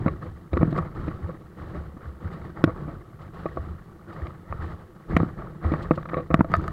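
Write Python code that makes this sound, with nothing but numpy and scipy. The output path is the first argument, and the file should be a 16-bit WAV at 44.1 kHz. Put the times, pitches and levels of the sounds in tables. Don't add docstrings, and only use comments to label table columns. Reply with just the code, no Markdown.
import sys
import numpy as np
from scipy import signal
from scipy.fft import rfft, irfft
from scipy.io import wavfile
from scipy.ndimage import uniform_filter1d, minimum_filter1d

SR = 44100
rng = np.random.default_rng(int(sys.argv[2]) if len(sys.argv) > 2 else 0)


def dump_mix(stems):
    frames = np.atleast_2d(stems).T
    limited = np.clip(frames, -1, 1)
    pcm = np.round(limited * 32767).astype(np.int16)
    wavfile.write(sys.argv[1], SR, pcm)


N = 296352
TIME = np.arange(N) / SR

# (time [s], low thud [dB], slap [dB], sharp crack [dB],
# time the water takes to break [s], hollowness [factor on the case resonances])
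HULL_BLOWS = [(0.0615, -19.5, -35, -62, 0.0045, 1), (0.0805, -33.5, -32.5, -55, 0.0015, 1.5),
              (0.256, -42.5, -51.5, -82, .006, 2.23), (0.532, -29, -42.5, -53.5, 0.0015, 2.2),
              (0.570, -23, -31.5, -54, .0012, 0.95), (0.612, -27.5, -37, -63, 0.0041, 1.9),
              (0.63, -15.5, -35, -61, 0.00069, 0.82), (0.678, -24.5, -57, -85, .001, 1.24),
              (0.7263, -25.5, -48, -61, 0.0011, 1.2), (0.779, -41, -28.5, -62.5, 0.0033, 1.7),
              (1.0803, -27.5, -45, -60.5, 0.0029, 1.2), (1.2914, -37, -46.5, -87, 0.0025, 1.96),
              (1.967, -42.5, -54, -82, 0.0056, 0.58), (2.64, -11.5, -26, -35.5, 0.00078, 0.71),
              (2.676, -27, -39, -82, 0.0029, 1.3), (2.693, -39, -41, -83, 0.0017, 1.9),
              (2.879, -33.5, -47, -81, 0.0061, 0.83), (3.278, -53, -59, -78, 0.001, 0.72),
              (3.457, -31, -36, -65, 0.0024, 2.15), (3.571, -36, -35, -78, 0.0019, 1.9),
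              (4.269, -54, -48.5, -60.5, 0.0012, 1.2), (4.5252, -40.5, -35.5, -67, 0.0011, 1.13),
              (5.1659, -16.5, -26.5, -38, 0.0012, 0.87), (5.2013, -27, -34, -65, 0.00095, 1.6),
              (5.231, -20, -42, -78, 0.00041, 0.75), (5.647, -33.5, -39.5, -66, 0.0019, 0.89),
              (5.718, -22, -44, -59, 0.0044, 0.89), (5.7371, -28.5, -32.5, -60, 0.0017, 1.1),
              (5.9094, -16, -26.5, -55, 0.0018, 1.56), (5.976, -35.5, -35.5, -72, 0.0025, 1.6),
              (6.028, -61, -49, -65, 0.0012, 1.2), (6.055, -45, -40.5, -67, 0.0018, 1.15),
              (6.089, -50, -41, -58.5, .0025, 1), (6.134, -33.5, -31, -57, 0.0074, 1.6),
              (6.1688, -28, -35, -58, 0.0084, 2.2), (6.199, -40, -46, -69, 0.0057, 2.3),
              (6.304, -26.5, -35, -64, 0.0044, 1.6), (6.3421, -12.5, -19.5, -35, 0.0011, 0.72),
              (6.392, -20.5, -42, -60, 0.0025, 0.95), (6.4077, -13, -22.5, -59, 0.0013, 0.36),
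              (6.4454, -35, -43, -68, 0.0013, 2)]
KNOCK_DB, KNOCK_PER_HOLLOW_DB = -3.5, 7.5
SMACK_DB = 4.5
TICK_DB, TICK_GROWTH = -3.5, 1.363


def hull(level_db=-0.42):
    out = np.zeros(N)
    for s, thud_db, slap_db, crack_db, break_s, hollow in HULL_BLOWS:
        knock_db = (thud_db + slap_db) / 2 + KNOCK_DB + KNOCK_PER_HOLLOW_DB * (hollow - 1)
        smack_db = (slap_db + crack_db) / 2 + SMACK_DB
        tick_db = TICK_DB + TICK_GROWTH * crack_db
        band_db = [thud_db, knock_db, slap_db, smack_db, crack_db, tick_db]
        add(out, s, blow(band_db, break_s, hollow))
    return gain_of(level_db) * out


BLOW_BAND_EDGES = [110, 400, 900, 1550, 2700, 5500, 16000]
# (frequency [Hz], relative level [dB])
WALL_TRANSMISSION = [(30, -21.5), (100, -2), (200, 5), (290, 0.5), (400, -9.5), (650, -3), (830, -15),
                     (1000, -18.5), (1400, -22.5), (1950, -31), (2800, -47.5), (4600, -60), (6000, -57.5),
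                     (16000, -68)]


def blow(band_db, break_s, hollow, clean_hz=450, grain_db=5, tail_db=-33, tail_s=0.0048, size=8192):
    t, hz = np.arange(size) / SR, np.fft.rfftfreq(size, 1 / SR)
    age = t / max(break_s, .0005)
    unevenness = evened(uniform_filter1d(rng.standard_normal(size), size=90))
    grains = gain_of(grain_db * unevenness)

    impacts = age * np.exp(-age)
    falling_water = gain_of(tail_db) * np.minimum(age, 1) * np.exp(-t / tail_s)
    cluster = rng.standard_normal(size) * grains * (impacts + falling_water)
    low = 1 / (1 + 1j * hz / clean_hz)
    push = low + (1 - low) * rfft(cluster / np.linalg.norm(cluster))

    wall = gain_of(read(WALL_TRANSMISSION, hz) + hollow * case_db(hz))
    power = 0
    for low_hz, high_hz, db in zip(BLOW_BAND_EDGES, BLOW_BAND_EDGES[1:], band_db):
        low_cut = (1 + (low_hz / (hz + 1)) ** 16) ** .5
        high_cut = (1 + (hz / high_hz) ** 20) ** .5
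        band = wall / low_cut / high_cut
        power = power + (gain_of(db) * band / np.linalg.norm(irfft(band * push))) ** 2

    deep = wall * (hz < BLOW_BAND_EDGES[0])
    skirt = gain_of(band_db[0]) * deep / np.linalg.norm(irfft(wall))
    struck = irfft(push * causal(np.sqrt(power + skirt ** 2)))
    return struck * np.sqrt(.025 * SR)


# (time of the crest [s], peak level [dB], frequency [Hz])
RIG_SHUDDERS = [(0.017, -26, 95), (0.074, -19, 105), (0.545, -13.5, 73.6), (0.604, -16, 79),
                (0.828, -25, 81), (1.248, -21.5, 83.6), (2.264, -20.5, 89), (2.68, -18.5, 103),
                (3.604, -23, 72), (4.238, -19.5, 76.5), (5.151, -16, 76), (5.208, -18, 81),
                (5.662, -15.5, 78), (6.325, -21, 68), (6.397, -23, 71.5), (6.581, -15, 83)]


def rig(swell_s=0.01, level_db=-2):
    out = np.zeros(N)
    t = np.arange(-SR // 10, SR // 10) / SR
    for s, db, hz in RIG_SHUDDERS:
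        envelope = gain_of(db) * np.exp(-.5 * (t / swell_s) ** 2)
        shake = envelope * np.cos(2 * np.pi * (hz * t + rng.random()))
        out += np.interp(TIME, s + t, shake, left=0, right=0)
    return gain_of(level_db) * out


# (time [s], gain of the ring [dB], gain of the tick [dB])
SPRAY_DROPS = [(6.5176, -30, -44), (6.539, -8, -51), (6.552, -18, -52), (6.559, -42, -42),
               (6.5660, -33, -35), (6.615, -49, -48), (6.6410, -30, -47), (6.6643, -59, -50),
               (6.6795, -22.5, -34.5)]
# (frequency [Hz], relative level [dB], time to decay by 60 dB [s])
DROP_RING_MODES = [(663, -5.5, 0.044), (1264, 2.5, 0.033), (1460, 0.5, 0.01), (1750, -14, 0.051),
                   (3740, -30, 0.027), (4600, -21, 0.012)]


def drops(tick_s=0.00056, tick_hz=4800, soft_s=0.00041):
    out, t = np.zeros(N), np.arange(SR // 10) / SR
    ring = 0
    for hz, db, t60 in DROP_RING_MODES:
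        ring = ring + gain_of(db - 60 * t / t60) * np.sin(2 * np.pi * hz * t)
    ring = ring * (1 - np.exp(-(t / soft_s) ** 2))

    muffle = signal.butter(1, [tick_hz / 2, min(tick_hz, SR / 3)], "bandpass", fs=SR)
    tick_envelope = t / tick_s * np.exp(1 - t / tick_s)
    for s, ring_db, tick_db in SPRAY_DROPS:
        tick = signal.lfilter(*muffle, rng.standard_normal(len(t)) * tick_envelope)
        add(out, s, gain_of(ring_db) * ring + gain_of(tick_db) * tick)
    return out


# (frequency [Hz], relative density [dB per Hz])
HEAVE_SPECTRUM = [(10, -15.5), (25, -10.5), (45, 9), (60, -15.5), (100, -21.5)]
CHURN_SPECTRUM = [(60, -20.5), (105, 1.5), (150, -2), (200, -1.5), (260, -13.5), (340, -10), (430, -13.5),
                  (700, -66.5)]
WASH_SPECTRUM = [(250, -11.5), (420, 0), (650, 1), (850, -0.5), (1100, -6.5), (1500, -5.5), (1950, -11.5),
                 (2400, -24.5), (3200, -57)]
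SPRAY_SPECTRUM = [(1500, -28), (2400, -7.5), (3000, 1.5), (3900, -9.5), (4600, -4), (6000, -13),
                  (8000, -12.5), (11000, -26), (15000, -22.5)]
# (level on flat water [dB], fall after a wave [dB per s])
CHURN_DECAY = (-47, 91.5)
WASH_DECAY = (-54.5, 105)
SPRAY_DECAY = (-74.5, 79)
# (time [s], level [dB])
SPRAY_SHEETS = [(0.715, -59), (0.78, -50.5), (2.33, -61), (3.22, -64), (4.135, -57), (5.83, -49),
                (5.96, -55)]
SHEET_S = 0.0072
SURGE_DB = 1.3


def water(heave_db=-10, gurgle_db=-10, lap_db=-9, wash_db=-1, spray_db=-1):
    _, _, churns_db, washes_db, sprays_db, _ = np.transpose(RUN_WAVES)
    surge = gain_of(SURGE_DB * flutter(rate_hz=41))

    churning = swell(churns_db, *CHURN_DECAY)
    churn = coloured(patter(per_s=900, spread_db=2.5) * surge, CHURN_SPECTRUM) * churning

    heaving = gain_of(heave_db) * churning * evened(churning) ** 0.25
    heave = coloured(rng.standard_normal(N), HEAVE_SPECTRUM, ring=0) * heaving

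    froth = patter(per_s=2500, spread_db=0.5)
    froth = froth + gain_of(gurgle_db) * gurgle()
    froth = froth + gain_of(lap_db) * patter(per_s=26, spread_db=-0.5)
    washing = gain_of(wash_db) * swell(washes_db, *WASH_DECAY)
    wash = coloured(froth * surge, WASH_SPECTRUM) * washing

    sheets = sum(gain_of(db) * np.exp(-.5 * ((TIME - s) / SHEET_S) ** 2) for s, db in SPRAY_SHEETS)
    spraying = gain_of(spray_db) * np.hypot(swell(sprays_db, *SPRAY_DECAY), sheets)
    spray = coloured(patter(per_s=5800, spread_db=0.0) * surge, SPRAY_SPECTRUM) * spraying
    return heave + churn + wash + spray


def gurgle(per_s=260, cycles=5, count=30):
    t, out = np.arange(2048) / SR, 0
    for hz in np.geomspace(420, 2200, count):
        age = hz * t / cycles
        bubble = np.exp(-age) * np.sin(2 * np.pi * hz * t * (1 + 0.019 * age))
        births = patter(per_s=per_s / count, spread_db=1.0)
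        out = out + hz * signal.oaconvolve(births, bubble)[:N]
    return evened(out)


# (time [s], time in the wave [s],
# low churn [dB], wash [dB], spray [dB], buffeting of the case [dB])
RUN_WAVES = [(-0.061, 0.13, -32.5, -41.5, -65.5, -35.5), (0.199, 0.047, -41.5, -44.5, -65.0, -36),
             (0.511, 0.26, -30.5, -42, -66, -37), (0.735, 0.0079, -28.5, -31.5, -61, -45),
             (0.939, 0.15, -34.5, -42.0, -63.5, -35), (1.167, 0.15, -41, -47.0, -70, -40.5),
             (1.559, 0.14, -41.0, -45, -66, -39), (1.725, 0.043, -37.5, -41, -66, -32),
             (1.99, 0.07, -46.5, -46.5, -69, -39), (2.191, 0.26, -41, -45.5, -67.5, -42.5),
             (2.549, 0.14, -36.5, -40.5, -67, -40), (2.73, 0.18, -36.5, -44.5, -68.5, -39),
             (3.18, 0.0025, -46, -44.5, -69, -43), (3.319, 0.184, -44, -46, -65.5, -40.5),
             (3.532, 0.17, -42.5, -48, -69, -36.5), (4.073, 0.19, -42.5, -43.5, -66, -42.5),
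             (4.46, 0.125, -46.5, -47, -69.5, -31.5), (4.584, 0.091, -39.5, -41, -62.5, -35.5),
             (5.075, 0.14, -29.5, -38, -62, -40), (5.364, 0.023, -31, -36.5, -65, -40.5),
             (5.609, 0.22, -32.5, -37, -62, -33.5), (5.909, 0.019, -33, -43.5, -64.5, -43),
             (6.075, 0.087, -36.5, -42.5, -68.5, -43), (6.301, 0.06, -39, -39.5, -73, -30),
             (6.478, 0.17, -31.5, -39.5, -62, -37)]
ENTRY_S = 0.029


def swell(peaks_db, calm_db, fall_db_per_s, lag_s=0):
    power = gain_of(calm_db) ** 2
    for (s, hold_s, *_), db in zip(RUN_WAVES, peaks_db):
        age = TIME - s - lag_s
        rise = np.clip(age / ENTRY_S, 0, 1)
        wave = rise * gain_of(db - fall_db_per_s * np.maximum(age - hold_s, 0))
        power = power + wave ** 2
    return np.sqrt(power)


# (frequency [Hz], relative density [dB per Hz])
BUFFET_SPECTRUM = [(30, -6.5), (50, -13.5), (72, 10), (100, -1.5), (135, -8.5), (250, -31)]
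# (calm level [dB], fall after a wave [dB per s])
BUFFET_DECAY = (-57.5, 81)
SWING_S = 0.029


def wind(level_db=-1.5):
    gusts = rng.standard_normal(N) * gain_of(1.5 * flutter(rate_hz=18))
    buffets_db = [row[-1] for row in RUN_WAVES]
    buffeting = gain_of(level_db) * swell(buffets_db, *BUFFET_DECAY, SWING_S)
    return coloured(gusts, BUFFET_SPECTRUM, ring=0) * buffeting


def patter(per_s, spread_db):
    size = gain_of(spread_db * np.minimum(rng.exponential(1, N), 5))
    return evened(size * rng.choice([-1, 1], N) * (rng.random(N) < per_s / SR))


def flutter(rate_hz):
    hz = np.fft.rfftfreq(N, 1 / SR)
    return evened(irfft(rfft(rng.standard_normal(N)) / (1 + (hz / rate_hz) ** 4), N))


# (frequency [Hz], width [Hz], peak [dB])
CASE_RESONANCES = [(155.7, 35.6, 8.5), (326.7, 99, 8.5), (505, 88, 7), (664, 18, 3), (1127.5, 113, 9.5),
                   (1273, 220, 9.5), (1840, 210, 4), (2364, 930, 7.5), (3895, 920, 11), (7800, 780, 1.5)]


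def case_db(hz):
    return sum(db / (1 + (2 * (hz - f) / width) ** 2) for f, width, db in CASE_RESONANCES)


def coloured(x, spectrum, ring=1, size=4096):
    hz = np.fft.rfftfreq(size, 1 / SR)
    closing = np.maximum(hz / spectrum[-1][0], 1) ** 4
    gain = gain_of(read(spectrum, hz) + ring * case_db(hz)) / closing
    return evened(signal.oaconvolve(x, irfft(causal(gain)))[:N])


def causal(gain):
    log_gain = np.log(np.maximum(gain, gain.max() * 1e-5))
    circle = np.concatenate([log_gain, log_gain[-2:0:-1]])
    return np.exp(np.conj(signal.hilbert(circle)))[:len(gain)]


def read(points, hz):
    f, value = np.transpose(points)
    return np.interp(np.log(hz + 1), np.log(f + 1), value)


def gain_of(db):
    return 10 ** (np.asarray(db) / 20)


def evened(x):
    return x / np.sqrt(np.mean(x ** 2) + 1e-20)


def add(mix, s, sound):
    part = mix[max(round(s * SR), 0):][:len(sound)]
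    part += sound[:len(part)]


def scene():
    return (hull() + rig() + drops() + water() + wind())[None]


# (frequency [Hz], relative density [dB per Hz])
HISS_SPECTRUM = [(30, 0), (3000, 0.56), (8000, -0.27), (14000, -0.45), (16000, -1.5)]
EDGE_HZ = 15900


def record(dry):
    hiss = gain_of(-72.5) * coloured(rng.standard_normal(N), HISS_SPECTRUM, ring=0)
    x = dry + hiss
    allowed = np.minimum(1, .71 / (abs(x) + 1e-9))
    x = x * uniform_filter1d(minimum_filter1d(allowed, size=45), size=45)
    band_limit = signal.firwin(511, EDGE_HZ, window=("kaiser", 9), fs=SR)
    return signal.oaconvolve(x, band_limit[None], "same")


dry = scene()
out = record(dry)
dump_mix(out)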